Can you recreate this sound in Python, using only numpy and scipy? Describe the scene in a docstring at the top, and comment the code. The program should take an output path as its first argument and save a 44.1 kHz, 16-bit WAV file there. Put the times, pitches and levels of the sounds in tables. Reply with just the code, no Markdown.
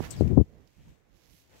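"""Two low thumps strike the right port at once, over wind rumble, faint line hiss and a soft rush of air.
A fly rod is swung beside a river, close to a camera: its line zips shrilly through the rings, whistles
down in pitch as it slows, and ticks against the rod. Wind and eddies then hit the left port hardest.
Rumble, hiss, air and zips are shaped noise; eddies are pressure pulses; swishes are gliding noise bands;
ticks are damped sines with a crack of noise."""
import sys
import numpy as np
from scipy import signal
from scipy.fft import rfft, irfft, next_fast_len
from scipy.io import wavfile
from scipy.ndimage import map_coordinates

SR = 44100
rng = np.random.default_rng(int(sys.argv[2]) if len(sys.argv) > 2 else 0)


def store_wav(level_fs):
    """Save 16-bit WAV to argv[1]."""
    pcm = np.round(np.clip(np.atleast_2d(level_fs), -1, 1) * 32767)
    wavfile.write(sys.argv[1], SR, pcm.T.astype(np.int16))


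N = 70560
T = np.arange(N) / SR
# pan position of each port name [-1 left .. 1 right]
PORT_PAN = {"left": -1, "both": 0, "right": 1}


def amp(db):
    """Decibels to gain."""
    return 10 ** (np.asarray(db) / 20)


def unit(x):
    """Scale to rms 1."""
    return x / np.sqrt(np.mean(x ** 2) + 1e-20)


def noise():
    """White Gaussian noise, one channel."""
    return rng.standard_normal(N)


def level(rows):
    """Gain per sample, linear in dB between (t/s, level/dB) points."""
    return amp(np.interp(T, *np.transpose(rows)))


def wobble(knots_per_s):
    """Smooth random curve through evenly spaced random knots."""
    return map_coordinates(rng.standard_normal(N // 4), [T * knots_per_s], mode="mirror")


def filtered(x, response):
    """Multiply the spectrum of x by a response of frequency."""
    m = next_fast_len(N + 8192)  # zero padding
    gain = response(np.fft.rfftfreq(m, 1 / SR))
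    return irfft(rfft(x, m) * gain, m)[..., :N]


def coloured(x, spectrum):
    """Shape x by (f/Hz, level/dB) points on a log axis, at rms 1."""
    f_hz, db = np.transpose(spectrum)
    return unit(filtered(x, lambda hz: amp(np.interp(np.log(hz + 1), np.log(f_hz), db))))


def placed(x, pan):
    """Equal-power pan between the two ports."""
    angle = (np.clip(pan, -1, 1) + 1) * np.pi / 4
    return np.outer([np.cos(angle), np.sin(angle)], x)


def turbulence(spectrum, window_samples):
    """Churning pressure noise, its power evened out over a sliding window."""
    x = coloured(noise(), spectrum)
    instant_power = np.abs(signal.hilbert(x)) ** 2
    power = signal.fftconvolve(instant_power, signal.windows.hann(window_samples), "same")
    return unit(x / np.sqrt(np.abs(power) + 1e-9))


# rumble at each port, before port limiting [t/s, level/dB]
RUMBLE_LEVEL_LEFT = [(0, -45.5), (.11, -47), (.18, -35.5), (.215, -22), (.272, -20), (.292, -27),
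                     (.325, -17.5), (.355, -23.5), (.385, -12), (.42, -18.5), (.447, -48), (.475, -81.5),
                     (.75, -77.5), (.81, -57.5), (.912, -52.5), (.95, -78), (1.3, -83), (1.35, -66),
                     (1.47, -67), (1.55, -58.5), (1.6, -62)]
RUMBLE_LEVEL_RIGHT = [(0, -33), (.1, -44.5), (.31, -41.5), (.45, -51), (.6, -52.5), (.76, -69.5),
                      (.772, -52), (.815, -50), (.835, -61.5), (.885, -48.5), (.925, -53), (.96, -64.5),
                      (1.06, -66), (1.15, -54.5), (1.2, -69.5), (1.34, -53.5), (1.37, -71.5), (1.6, -77)]
# rumble spectra, and the brighter churn of faster air on the left [f/Hz, level/dB per Hz]
RUMBLE_SPECTRUM_LEFT = [(20, -40.5), (42, -9.5), (70, 6.5), (135, 2), (250, -13.5), (400, -28),
                        (700, -53.5), (1500, -89.5)]
RUMBLE_SPECTRUM_RIGHT = [(20, -21), (40, 5), (70, 1.5), (150, -0.5), (300, -12.5), (500, -28.5),
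                         (1000, -35.5), (3000, -84.5)]
CHURN_SPECTRUM = [(90, -14), (125, 3), (210, 3), (370, -7), (500, -18.5), (800, -33.5), (1150, -40.5),
                  (1700, -56.5), (2500, -80)]
CHURN_DB, CHURN_EXPONENT = 2, 1.42  # level at rumble gain 1; exponent on rumble gain


def buffeting():
    """Independent turbulence at each port; on the left, stronger gusts are brighter."""
    gust = level(RUMBLE_LEVEL_LEFT)
    rumble = gust * turbulence(RUMBLE_SPECTRUM_LEFT, window_samples=900)
    churn_gain = amp(CHURN_DB) * gust ** CHURN_EXPONENT
    churn = churn_gain * turbulence(CHURN_SPECTRUM, window_samples=600)
    right = level(RUMBLE_LEVEL_RIGHT) * turbulence(RUMBLE_SPECTRUM_RIGHT, window_samples=1600)
    return np.array([rumble + churn, right])


# eddies, before rebound and port limiting [t/s, peak level/dB, centre f/Hz, port]
EDDY_HITS = [(.0049, -16.5, 400, "right"), (.0077, -17, 171.5, "right"), (0.2099, -2.5, 250, "left"),
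             (0.2204, -10, 120, "left"), (.2229, -6.5, 180, "left"), (0.3746, -5.5, 250, "left"),
             (0.3782, 3.5, 165, "left"), (0.3858, -1, 135, "left"), (0.3884, -8.5, 210, "left"),
             (0.4021, -10.5, 190, "left"), (.4135, -9, 160, "left")]
REBOUND_HZ, REBOUND_Q = 68, 1.5


def eddies():
    """A passing eddy is a brief suction between two small pressure rises, then a low rebound."""
    out = np.zeros((2, N))
    for start_s, db, centre_hz, port in EDDY_HITS:
        u = (np.pi * centre_hz * (T - start_s)) ** 2
        pulse = (3 * u - 1) / (1 + u) ** 3
        out += placed(amp(db) * pulse, PORT_PAN[port])

    def rebound(hz):  # resonant high-pass
        return hz ** 2 / (hz ** 2 - REBOUND_HZ ** 2 - 1j * hz * REBOUND_HZ / REBOUND_Q)
    return filtered(out, rebound)


PORT_LIMIT, PORT_CUTOFF_HZ = 1, 1750


def wind():
    """The ports give way softly under the hardest blows and muffle what gets through."""
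    pressure = PORT_LIMIT * np.tanh((buffeting() + eddies()) / PORT_LIMIT)
    return filtered(pressure, lambda hz: 1 / np.sqrt(1 + (hz / PORT_CUTOFF_HZ) ** 8))


CATCHES_PER_S = 900


def friction(spectrum, grain_db):
    """Smooth sliding noise with a dense patter of tiny catches."""
    catches = (rng.random(N) < CATCHES_PER_S / SR) * (rng.random(N) - .5)
    return coloured(noise() + amp(grain_db) * unit(catches), spectrum)


# line hiss on each side [t/s, level/dB]
HISS_LEVEL_LEFT = [(0, -55.5), (.1, -56.5), (.122, -51.5), (.16, -57.5), (.21, -53.5), (.24, -61),
                   (.36, -67.5), (.5, -78.5), (.68, -77), (.78, -72.5), (.91, -68.5), (1.05, -81.5),
                   (1.2, -79.5), (1.39, -69.5), (1.48, -73), (1.6, -60.5)]
HISS_LEVEL_RIGHT = [(0, -55.5), (.05, -47), (.09, -62), (.12, -55.5), (.18, -65.5), (.29, -64),
                    (.47, -76.5), (.9, -71.5), (.95, -84.5), (1.06, -82), (1.18, -66.5), (1.33, -63),
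                    (1.41, -63.5), (1.47, -71.5), (1.58, -64)]
# hiss spectra [f/Hz, level/dB per Hz]
LINE_SPECTRUM_LEFT = [(500, -33.5), (1500, -7.5), (2800, 2.5), (5000, -4.5), (6800, -1), (8200, -3.5),
                      (9300, -13.5), (12000, -8.5), (15500, -9)]
LINE_SPECTRUM_RIGHT = [(500, -27), (1300, -11.5), (2200, -0.5), (4200, -0.5), (6500, -0.5), (8100, -12),
                       (9500, -12), (11500, -5.5), (15500, -10.5)]


def sliding_line():
    """Sliding friction hisses on the left and, a little more coarsely, on the right."""
    left = level(HISS_LEVEL_LEFT) * friction(LINE_SPECTRUM_LEFT, grain_db=-3.0)
    right = level(HISS_LEVEL_RIGHT) * friction(LINE_SPECTRUM_RIGHT, grain_db=0.5)
    return np.array([left, right])


# rush of air over bank and reeds, before port gains and flutter [t/s, level/dB]
AIR_LEVEL = [(0, -52.5), (.1, -55), (.3, -58.5), (.45, -74.5), (.6, -70.5), (.73, -77), (.88, -70.5),
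             (1.04, -75), (1.26, -72.5), (1.37, -77), (1.48, -74), (1.55, -63), (1.6, -68.5)]
# its spectrum [f/Hz, level/dB per Hz]
REED_SPECTRUM = [(120, -37), (260, 8.5), (450, 8.5), (750, 3), (1300, -3.5), (2000, -2.5), (3500, -15.5),
                 (8000, -34.5), (16000, -51.5)]
AIR_PORT_GAIN_DB = [[1.5], [5.5]]  # left, right
FLUTTER_DB, FLUTTER_KNOTS_PER_S = 0.37, 38


def air():
    """Diffuse rush: independent, slightly fluttering noise at the two ports."""
    ports = []
    for _ in range(2):
        rush = coloured(noise(), REED_SPECTRUM)
        ports.append(rush * amp(FLUTTER_DB * wobble(FLUTTER_KNOTS_PER_S)))
    return level(AIR_LEVEL) * np.array(ports) * amp(AIR_PORT_GAIN_DB)


# line and rod cutting the air [t/s, length/s, start f/Hz, end f/Hz, width/Hz, level/dB, port]
SWISH_EVENTS = [(0.015, 0.062, 996.3, 1096, 2940, -40.5, "right"),
                (0.108, 0.056, 5530, 3140, 1200, -50.5, "left"),
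                (0.14, 0.09, 6100, 3880, 890, -54.5, "left"), (0.372, 0.32, 360, 419.3, 408, -61.5, "both"),
                (0.698, .28, 2293, 2796, 1504, -73, "both"), (1.251, .21, 12000, 12470, 6400, -67, "right")]


def swishes():
    """Shed vortices make a noise band that swells, fades and glides in pitch."""
    out = np.zeros((2, N))
    for start_s, length_s, start_hz, end_hz, width_hz, db, port in SWISH_EVENTS:
        u = np.clip((T - start_s) / length_s, 0, 1)
        centre_hz = start_hz * (end_hz / start_hz) ** u
        phase = 2 * np.pi * np.cumsum(centre_hz) / SR
        a, b = filtered(rng.standard_normal((2, N)), lambda hz: np.exp(-2 * (hz / width_hz) ** 2))
        band = unit(a * np.cos(phase) + b * np.sin(phase))
        out += placed(amp(db) * np.sin(np.pi * u) * band, PORT_PAN[port])
    return out


# line jerking through the rings [t/s, level/dB, t60/s]
ZIP_EVENTS = [(0.104, -33, 0.09), (0.205, -54, 0.035)]
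# its spectrum [f/Hz, level/dB per Hz]
ZIP_SPECTRUM = [(2000, -32), (4000, -29), (5500, -14.5), (6800, -11), (7600, -5.5), (8300, -5),
                (9300, -22.5), (11000, -27.5), (15500, -22.5)]
ZIP_ATTACK_S = 0.0043


def zips():
    """A sudden pull makes the line sing shrilly in the rings and die away, on the left."""
    envelope = np.zeros(N)
    for start_s, db, t60_s in ZIP_EVENTS:
        rise = np.clip((T - start_s) / ZIP_ATTACK_S, 0, 1)
        decay_db = -60 * np.maximum(T - start_s - ZIP_ATTACK_S, 0) / t60_s
        envelope += rise * amp(db + decay_db)
    return placed(envelope * coloured(noise(), ZIP_SPECTRUM), PORT_PAN["left"])


# line tapping the rod [t/s, level/dB, ring f/Hz, port]
TICK_EVENTS = [(.165, -38.5, 2170, "right"), (0.278, -39.5, 2600, "right"), (0.675, -49, 5200, "right"),
               (.882, -50.5, 900, "right")]
CRACK_T60_S, CRACK_GAIN = 0.051, .2
RING_DECAY_CYCLES = 1.9  # to 1/e


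def ticks():
    """A light tap is a tiny noise crack with a short damped ring."""
    out = np.zeros((2, N))
    for start_s, db, ring_hz, port in TICK_EVENTS:
        t = np.maximum(T - start_s, 0)
        ring = np.sin(2 * np.pi * ring_hz * t) * np.exp(-ring_hz * t / RING_DECAY_CYCLES)
        crack = CRACK_GAIN * amp(-60 * t / CRACK_T60_S) * coloured(noise(), LINE_SPECTRUM_RIGHT)
        out += placed((T > start_s) * amp(db) * (ring + crack), PORT_PAN[port])
    return out


def scene():
    """All sources in the open air, without echo."""
    return wind() + sliding_line() + air() + swishes() + zips() + ticks()


WIND_FILTER_HZ, TOP_HZ = 35.82, 15800


def record(dry):
    """The camera cuts the deepest rumble and keeps nothing above its band limit."""
    return filtered(dry, lambda hz: (1 - np.exp(-(hz / WIND_FILTER_HZ) ** 4)) * (hz < TOP_HZ))


dry = scene()
out = record(dry)
store_wav(out)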